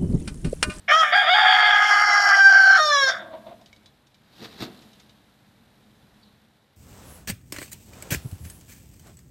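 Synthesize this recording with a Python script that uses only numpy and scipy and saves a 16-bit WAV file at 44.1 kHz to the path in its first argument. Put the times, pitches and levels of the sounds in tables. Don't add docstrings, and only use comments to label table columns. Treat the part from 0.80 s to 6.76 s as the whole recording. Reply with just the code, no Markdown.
import sys
import numpy as np
from scipy import signal
from scipy.fft import rfft, irfft, next_fast_len
from scipy.io import wavfile
from scipy.ndimage import uniform_filter1d, map_coordinates

SR = 44100
rng = np.random.default_rng(int(sys.argv[2]) if len(sys.argv) > 2 else 0)


def unload_audio(sound):
    columns = np.transpose(np.atleast_2d(sound))
    steps = np.round(np.clip(columns, -1, 1) * 32767)
    wavfile.write(sys.argv[1], SR, steps.astype(np.int16))


N = 262836


def amp(db):
    return 10 ** (np.asarray(db) / 20)


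def unit(x):
    return x / np.sqrt(np.mean(x ** 2) + 1e-20)


def clock():
    return np.arange(N) / SR


def along(points, hz):
    f, v = np.transpose(points)
    return np.interp(np.log(hz + 1), np.log(f), v)


def curves(rows):
    times, *columns = np.transpose(rows)
    return [np.interp(clock(), times, column) for column in columns]


def noise():
    return rng.standard_normal(N)


def wobble(rate):
    return map_coordinates(noise(), [np.arange(N) * rate / SR], mode="wrap")


def swell(start, end, attack, t60):
    t = clock()
    return (1 - np.exp(-np.maximum(t - start, 0) / attack)) * amp(-60 * np.maximum(t - end, 0) / t60)


def stroke(peak_s, rise, t60):
    t = clock() - peak_s
    return np.exp(np.minimum(t, 0) / rise) * amp(-60 * np.maximum(t, 0) / t60)


def hump(peak_s, width_s):
    return np.exp(-((clock() - peak_s) / width_s) ** 2 / 2)


def cycles(pitch_hz, jitter):
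    return 2 * np.pi * np.cumsum(pitch_hz * (1 + jitter * wobble(110))) / SR


def filtered(x, response):
    size = next_fast_len(N + 8192)
    return irfft(rfft(x, size) * response(np.fft.rfftfreq(size, 1 / SR)), size)[:N]


def coloured(x, spectrum):
    return unit(filtered(x, lambda hz: amp(along(spectrum, hz))))


def steady(x):
    power = uniform_filter1d(uniform_filter1d(x * x, size=1100), size=700)
    return x / np.sqrt(np.abs(power) + 1e-12)


def resonance(x, centre_hz, width_hz, steep):
    hz, t, spectra = signal.stft(x, SR, nperseg=512)
    per_frame = lambda v: np.interp(t * SR, np.arange(N), np.broadcast_to(v, N))
    detune = 2 * (hz[:, None] - per_frame(centre_hz)) / per_frame(width_hz)
    return signal.istft(spectra * (1 + detune ** 2) ** (-steep / 2), SR, nperseg=512)[1][:N]


# t/s, level/dB
BACKGROUND_LEVEL = [(.25, -58.5), (.55, -70.5), (1.25, -70), (2.1, -60.5), (2.65, -55.5), (3.3, -70),
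                    (3.9, -56), (4.45, -64), (5.4, -61), (5.96, -73.5)]
# f/Hz, relative level/dB
RUMBLE_SPECTRUM = [(20, -34), (32, -17.5), (55, -3.5), (80, -3), (130, 2.5), (200, -9.5), (300, -4.5),
                   (450, -17.5), (700, -34)]
HUM_SPECTRUM = [(120, -20.5), (175, -6), (205, 5), (235, 3), (265, -12.5), (400, -36)]
AIR_SPECTRUM = [(240, -36), (400, -2.5), (819, -3), (1200, -7.5), (1610, -6), (2250, -9.5), (3000, -16),
                (3900, -51), (6600, -120)]
RUSTLE_SPECTRUM = [(1470, -36.5), (2500, -10.5), (3040, -4.5), (3290, -3), (3970, -0.5), (4290, -5.5),
                   (6660, -16.5), (8510, -17), (9220, -18.5), (13400, -18), (14000, -15.5)]
def yard():
    background_db, = curves(BACKGROUND_LEVEL)
    swing_db = background_db - background_db.mean()
    rumble = amp(-63 + .5 * swing_db) * coloured(noise(), RUMBLE_SPECTRUM)
    hum = amp(background_db) * coloured(noise(), HUM_SPECTRUM)
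    air = amp(-65) * coloured(noise(), AIR_SPECTRUM)
    rustle = amp(-68) * coloured(noise() * amp(1.5 * wobble(200)), RUSTLE_SPECTRUM)
    return rumble + hum + (air + rustle) * amp(.36 * swing_db)


# start t/s, end t/s, attack/s, T60/s, level/dB
LITTER_STIR = (3.5, 4, .05, 2, -58.5)
def litter():
    *envelope, db = LITTER_STIR
    grains = coloured(noise() * amp(2.3 * wobble(300)), RUSTLE_SPECTRUM)
    air = amp(-6.5) * coloured(noise(), AIR_SPECTRUM)
    return amp(db) * swell(*envelope) * (grains + air)


# start t/s, end t/s, attack/s, T60/s, level/dB
LITTER_SCRATCH = (5.415, 5.46, .008, .6, -62)
def scratch():
    start, *envelope, db = LITTER_SCRATCH
    grains = noise() * amp(4 * wobble(100))
    centre_hz = 3950 + 1098 * np.exp(-np.maximum(clock() - start, 0) / .014)
    return amp(db) * swell(start, *envelope) * unit(resonance(grains, centre_hz, 1300, steep=3))


# t/s, relative level/dB, low-mode weight/dB, scrape T60/s
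CONTACTS = [(2.8144, -52, -17.5, 0.019), (2.8601, -41, -27, .011), (2.9289, -44, -16, 0.015),
            (2.9628, -49.5, -20, .02), (3.0594, -43.5, -32, .022), (3.2695, -52, -24, .04),
            (3.3443, -50.5, -12, .03), (4.0206, -47, -19, .06), (4.1319, -49.5, -21, .05),
            (4.1983, -45.5, -20, 0.054), (4.2946, -50.5, -26, 0.038)]
# f/Hz, relative level/dB, T60/s
METAL_MODES = [(2263, 16, 0.07), (3020, 5.5, 0.074), (3890, 10, 0.11), (3600, 13, 0.11), (3900, 10, 0.067),
               (4680, 6, 0.043)]
def claws():
    out, t = np.zeros(N + SR), np.arange(SR // 4) / SR
    scrape_band = signal.butter(2, [2600, 6000], "bandpass", fs=SR, output="sos")
    for start, db, low_db, scrape_t60 in CONTACTS:
        ring = 0
        for hz, mode_db, t60 in METAL_MODES:
            struck_db = mode_db + rng.normal(0, 6.3) + (low_db + 9) * (hz < 2800)
            struck_hz = hz * (1 + rng.normal(0, .023))
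            ring += amp(struck_db - 60 * t / t60) * np.sin(2 * np.pi * struck_hz * t)
        scrape = unit(signal.sosfilt(scrape_band, rng.standard_normal(len(t))))
        scrape *= amp(-60 * t / scrape_t60) + .28 * amp(-60 * t / .16)
        out[round(start * SR):][:len(t)] += amp(db - 3.5) * (.08 * ring + .65 * scrape)
    return out[:N]


# peak t/s, thud level/dB, feather level/dB, rise/s, T60/s
WING_BEATS = [(3.605, -58.5, -52, .07, 0.128), (3.627, -38.5, -43, 0.016, 0.22),
              (3.646, -58, -39, .005, 0.12), (3.73, -52.5, -52, .06, 0.62), (3.788, -50, -46, 0.0117, 0.17),
              (3.809, -30.5, -35.5, 0.006, 0.08), (3.823, -30, -31.5, .005, 0.15),
              (3.862, -41.5, -57.5, 0.00864, 0.18)]
# f/Hz, relative level/dB
THUD_SPECTRUM = [(30, -25), (70, -14), (130, -1.5), (220, 0), (380, -0.5), (550, -13), (800, -12.5),
                 (1500, -66), (4000, -55.5)]
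FEATHER_SPECTRUM = [(300, -6.5), (800, 1.5), (1250, 3.5), (1700, 1.5), (3000, -0.5), (3900, 6.5), (4800, 1),
                    (6000, -7.5), (7500, -13.5), (11500, -20), (13500, -11)]
def flight():
    thud_power, feather_power = np.zeros(N), np.zeros(N)
    for peak_s, thud_db, feather_db, rise, t60 in WING_BEATS:
        beat = stroke(peak_s, rise, t60)
        thud_power += (amp(thud_db) * beat) ** 2
        feather_power += (amp(feather_db) * beat) ** 2
    feathers = coloured(noise() * amp(2.4 * wobble(700)), FEATHER_SPECTRUM)
    return np.sqrt(thud_power) * coloured(noise(), THUD_SPECTRUM) + np.sqrt(feather_power) * feathers


# f/Hz, T60/s
COOP_DECAY = [(200, .55), (800, 1), (2000, 0.59), (5000, 0.12), (12000, .2)]
def coop(x, tail_db):
    hz, t, spectra = signal.stft(rng.standard_normal(SR // 2), SR, nperseg=256)
    tail = signal.istft(spectra * amp(-60 * t / along(COOP_DECAY, hz)[:, None]), SR, nperseg=256)[1]
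    return x + amp(tail_db) * signal.fftconvolve(x, tail / np.linalg.norm(tail))[:N]


# f/Hz, bandwidth/Hz, gain/dB
BOARD_MODES = [(745, 30, 8), (872, 35, 8), (1214, 66, 1.5), (1362, 25, 4.5), (1452, 14, 1.5), (1614, 30, 3),
               (1687, 15, 1.5), (1747, 19, 6), (2240, 25, 5), (2203, 110, 4.5), (2220, 22, 5),
               (2383, 41, 7.5), (2990, 50, 3.5), (3233, 20, 8.5), (3665, 46, 7.5), (4540, 50, 0.5),
               (4750, 52, 8), (5540, 42, 1)]
def walls(x, echo_db):
    delays = rng.integers(SR // 300, SR // 40, size=12)
    taps = np.bincount(delays, rng.choice([-1, 1], size=12))
    echoes = amp(echo_db) * signal.fftconvolve(x, taps / np.linalg.norm(taps))[:N]
    response = lambda hz: 1 + sum((amp(db) - 1) / (1 + 2j * (hz - centre) / width)
                                  for centre, width, db in BOARD_MODES)
    return filtered(x + echoes, response)


def syrinx(phase, rough, doubling, shake, hiss):
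    phase = phase + shake * rough * wobble(520)
    pitch_hz = np.abs(uniform_filter1d(np.gradient(phase), size=900) * SR / (2 * np.pi))
    top_order = SR / 3 / pitch_hz
    pulses = unit(sum(np.cos(k * phase + k * k) * np.clip(top_order - k, 0, 1) for k in range(1, 27)))
    pulses *= 1 + doubling * np.cos(phase / 2) + .5 * rough * wobble(300)
    turbulence = noise() * (1 + 2 * np.cos(phase))
    return pulses + hiss * rough * turbulence


# peak t/s, level/dB, rise/s, T60/s
TAIL_AND_CROAK = [(2.42, -41.5, .15, 0.88), (2.545, -34.5, 0.028, 0.19), (2.668, -38, 0.0042, 0.16),
                  (2.729, -42.5, 0.065, 0.12), (2.82, -52.5, 0.034, .12)]
# f/Hz, relative gain/dB
CROAK_FILTER = [(150, -59.5), (250, -18.5), (335, -11), (443, -21.5), (660, 5), (838, -20), (908, -7.5),
                (1150, -21), (1570, -33), (1790, -28.5), (2970, -31), (3620, -25), (6000, -58.5),
                (7800, -81.5), (13200, -120)]
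def tail_and_croak():
    pitch_hz = 320.5 + 115 * np.minimum(np.abs(clock() - 2.57), .25)
    source = syrinx(cycles(pitch_hz, jitter=.026), rough=.76, doubling=.05, shake=.51, hiss=2.2)
    power = sum((amp(db) * stroke(peak_s, rise, t60)) ** 2 for peak_s, db, rise, t60 in TAIL_AND_CROAK)
    return np.sqrt(power) * steady(coloured(source, CROAK_FILTER))


# start t/s, end t/s, attack/s, T60/s, f/Hz, level/dB
SECOND_TONES = [(0.33, .365, 0.0071, .7, 744, -19), (0.572, .76, 0.037, 0.22, 748.6, -17.5)]
def second_side():
    return sum(swell(*envelope) * amp(db + .57 * wobble(50)) * np.sin(cycles(hz, jitter=.0027))
               for *envelope, hz, db in SECOND_TONES)


# t/s, level over the rasp/dB
WHISTLE_COURSE = [(.53, -16.5), (.9, 3), (1.15, -9), (1.53, -2.5), (1.66, 20), (1.71, 9), (1.85, 15),
                  (1.96, 6.5), (1.99, -30.5)]
def held_tones(phase, rough):
    def tone(order, stray, flutter_db):
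        return np.sin(order * phase + stray * wobble(55)) * amp(flutter_db * rough * wobble(90))

    whistling = (clock() > WHISTLE_COURSE[0][0]) & (clock() < WHISTLE_COURSE[-1][0])
    whistle_gain = amp(curves(WHISTLE_COURSE)[0]) * whistling
    locked = (whistle_gain ** 2 / (1 + whistle_gain ** 2)) ** 2
    halves = (.03 * tone(order=.5, stray=4.9, flutter_db=8)
              + 1.6 * tone(order=1.5, stray=.55, flutter_db=3.5)
              + 1.3 * tone(order=2.5, stray=.69, flutter_db=6))
    whistle = whistle_gain * tone(order=2, stray=.12, flutter_db=3)
    return whistle + amp(-4.5) * hump(peak_s=1.135, width_s=.33) * halves, locked


# start t/s, end t/s, roughness (0-1)
CLEAR_SPANS = [(.125, .215, .17), (.49, .535, .2), (1.615, 1.68, .07), (1.995, 2.268, .004)]
def roughness(rasp, ramp_s=.025):
    t = clock()
    for start, end, clear in CLEAR_SPANS:
        outside = np.clip(np.maximum(start - t, t - end) / ramp_s, 0, 1)
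        rasp = clear + (rasp - clear) * outside
    return np.clip(rasp, 0, 1)


# start t/s, end t/s, attack/s, T60/s
SYLLABLE_TIMES = [(.079, 0.21, 0.017, 0.37), (.32, 0.37, 0.011, 0.53), (.462, 1.975, .022, 0.4),
                  (1.98, 2.29, 0.013, 0.23)]
# base level/dB of the low, main, upper, edge, shrill and fizz bands
BAND_LEVELS = [(-28, -15.5, -26.5, -47.5, -34.5, -47.5), (-22, -15.5, -23, -33, -51, -48.5),
               (-20, -18, -22, -33, -52, -51.5), (-30.5, -21, -30, -34.5, -29, -50)]
# change at full strain/dB, strain exponent, envelope exponent
BAND_RESPONSE = [(-8, 0.45, 1), (1.5, 1, 0.78), (-17.5, 1.8, 0.69), (0, 1, 1.2), (24, .9, 1.2),
                 (4.5, .7, .9)]
def band_gains(strain, fizz_lag_s=.018):
    power = 0
    strain_db, lateness, growth = np.transpose(BAND_RESPONSE)[:, :, None]
    for (start, end, attack, t60), base_db in zip(SYLLABLE_TIMES, BAND_LEVELS):
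        is_long = end - start > 1
        tension = np.interp(np.clip(clock(), start, end), clock(), np.abs(strain)) * is_long
        gain = amp(np.array(base_db)[:, None] + strain_db * tension ** lateness)
        power = power + (gain * swell(start, end, attack, t60) ** growth) ** 2
    *gains, fizz_gain = np.sqrt(power)
    return gains + [np.interp(clock() - fizz_lag_s, clock(), fizz_gain)]


# t/s, f/Hz
CROW_PITCH = [
    [(.08, 568), (.135, 624), (.195, 653.9), (.26, 603.8)],
    [(.325, 585.2), (.36, 813.3), (.422, 812)],
    [(.434, 583.2), (.47, 613), (.505, 729.7), (.536, 743), (.546, 843), (1.45, 819.6), (1.53, 789.4),
     (1.68, 785), (1.972, 770.6)],
    [(1.985, 619.6), (2.04, 614.8), (2.135, 576), (2.262, 531.2), (2.38, 493)],
]
# t/s, strain (0-1)
THROAT_STRAIN = [(.55, 0), (.87, 0.3), (1.05, .6), (1.22, 0.93), (1.45, 1), (1.97, .92), (2.0, 0)]
# t/s, main f/Hz, edge f/Hz
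BEAK_FORMANTS = [(.1, 1945, 4330), (.14, 1325, 4550), (.22, 1270, 4650), (.27, 1800, 4600),
                 (.5, 1690, 4800), (.75, 1700, 4550), (1.3, 1460, 4580), (1.65, 1554, 4700),
                 (1.95, 1540, 4250), (2.06, 1340, 4550), (2.2, 1430, 3800), (2.3, 1600, 4600)]
# roughness (0-1), main formant width/Hz, upper formant f/Hz
TIMBRES = [(.48, 1450, 3260), (.5, 1300, 3380), (.72, 1430, 3408), (0.6, 920, 3530)]
# f/Hz, relative gain/dB
SHRILL_FILTER = [(3600, -30), (4000, 2), (4700, -26.5), (5100, 8), (5500, 11.5), (6050, -3), (6700, -8.5),
                 (7200, -16.5), (8000, -42.5), (9000, -73)]
FIZZ_FILTER = [(5800, -43), (6500, 11), (7600, 1.5), (8300, 0.5), (9300, -0.5), (10500, -2), (14000, -10)]
def crow():
    pitch_hz, = curves(np.vstack(CROW_PITCH))
    strain, = curves(THROAT_STRAIN)
    main_hz, edge_hz = curves(BEAK_FORMANTS)
    rasp, main_width_hz, upper_hz = curves(
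        [(t, *timbre) for times, timbre in zip(SYLLABLE_TIMES, TIMBRES) for t in times[:2]])
    rough = roughness(rasp)
    doubling = .34 * rough ** 2
    phase = cycles(pitch_hz, jitter=.015 * (.09 + rough))
    source = walls(syrinx(phase, rough, doubling, shake=.5, hiss=.75), echo_db=-6)
    source = coloured(source, [(250, -36.5), (430, -25), (540, -24), (700, 3.5), (870, -5),
                               (1000, -3), (1200, 10.5), (2200, 5.5), (2700, -2.5), (3200, -14)])
    squeal = syrinx(phase, np.tanh(.02 + 3.5 * rough ** 1.9), doubling, shake=.42, hiss=.6)
    squeal = walls(squeal * amp(6.6 * rough * wobble(280)), echo_db=4)
    low = steady(resonance(source, pitch_hz, 360, steep=3.2)) * amp(5 * rough * wobble(90))
    tones, locked = held_tones(phase, rough)
    main = steady(resonance(source, main_hz, main_width_hz - 450 * strain, steep=3.9)) + tones
    upper = resonance(source, upper_hz - 286 * strain, 596, steep=3.6)
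    edge = resonance(squeal, edge_hz, 850, steep=7)
    edge_dip_db = -11 * hump(peak_s=1.01, width_s=.11) ** 2
    bands = [steady(low), steady(main) * amp(6 * locked), steady(upper), steady(edge) * amp(edge_dip_db),
             steady(coloured(squeal, SHRILL_FILTER)) * amp(-4 * locked),
             steady(coloured(squeal, FIZZ_FILTER)) * amp(-4 * locked)]
    voice = sum(gain * amp(2 * wobble(34.9)) * band for gain, band in zip(band_gains(strain), bands))
    return voice + second_side()


def scene():
    voice = coop(crow() + tail_and_croak(), tail_db=-22.5)
    movements = coop(claws() + flight() + litter() + scratch(), tail_db=-13.5)
    return (voice + movements + yard())[None]


def record(dry, cutoff_hz=14050):
    return np.array([filtered(x, lambda hz: hz < cutoff_hz) for x in dry])


dry = scene()
out = record(dry)
unload_audio(out)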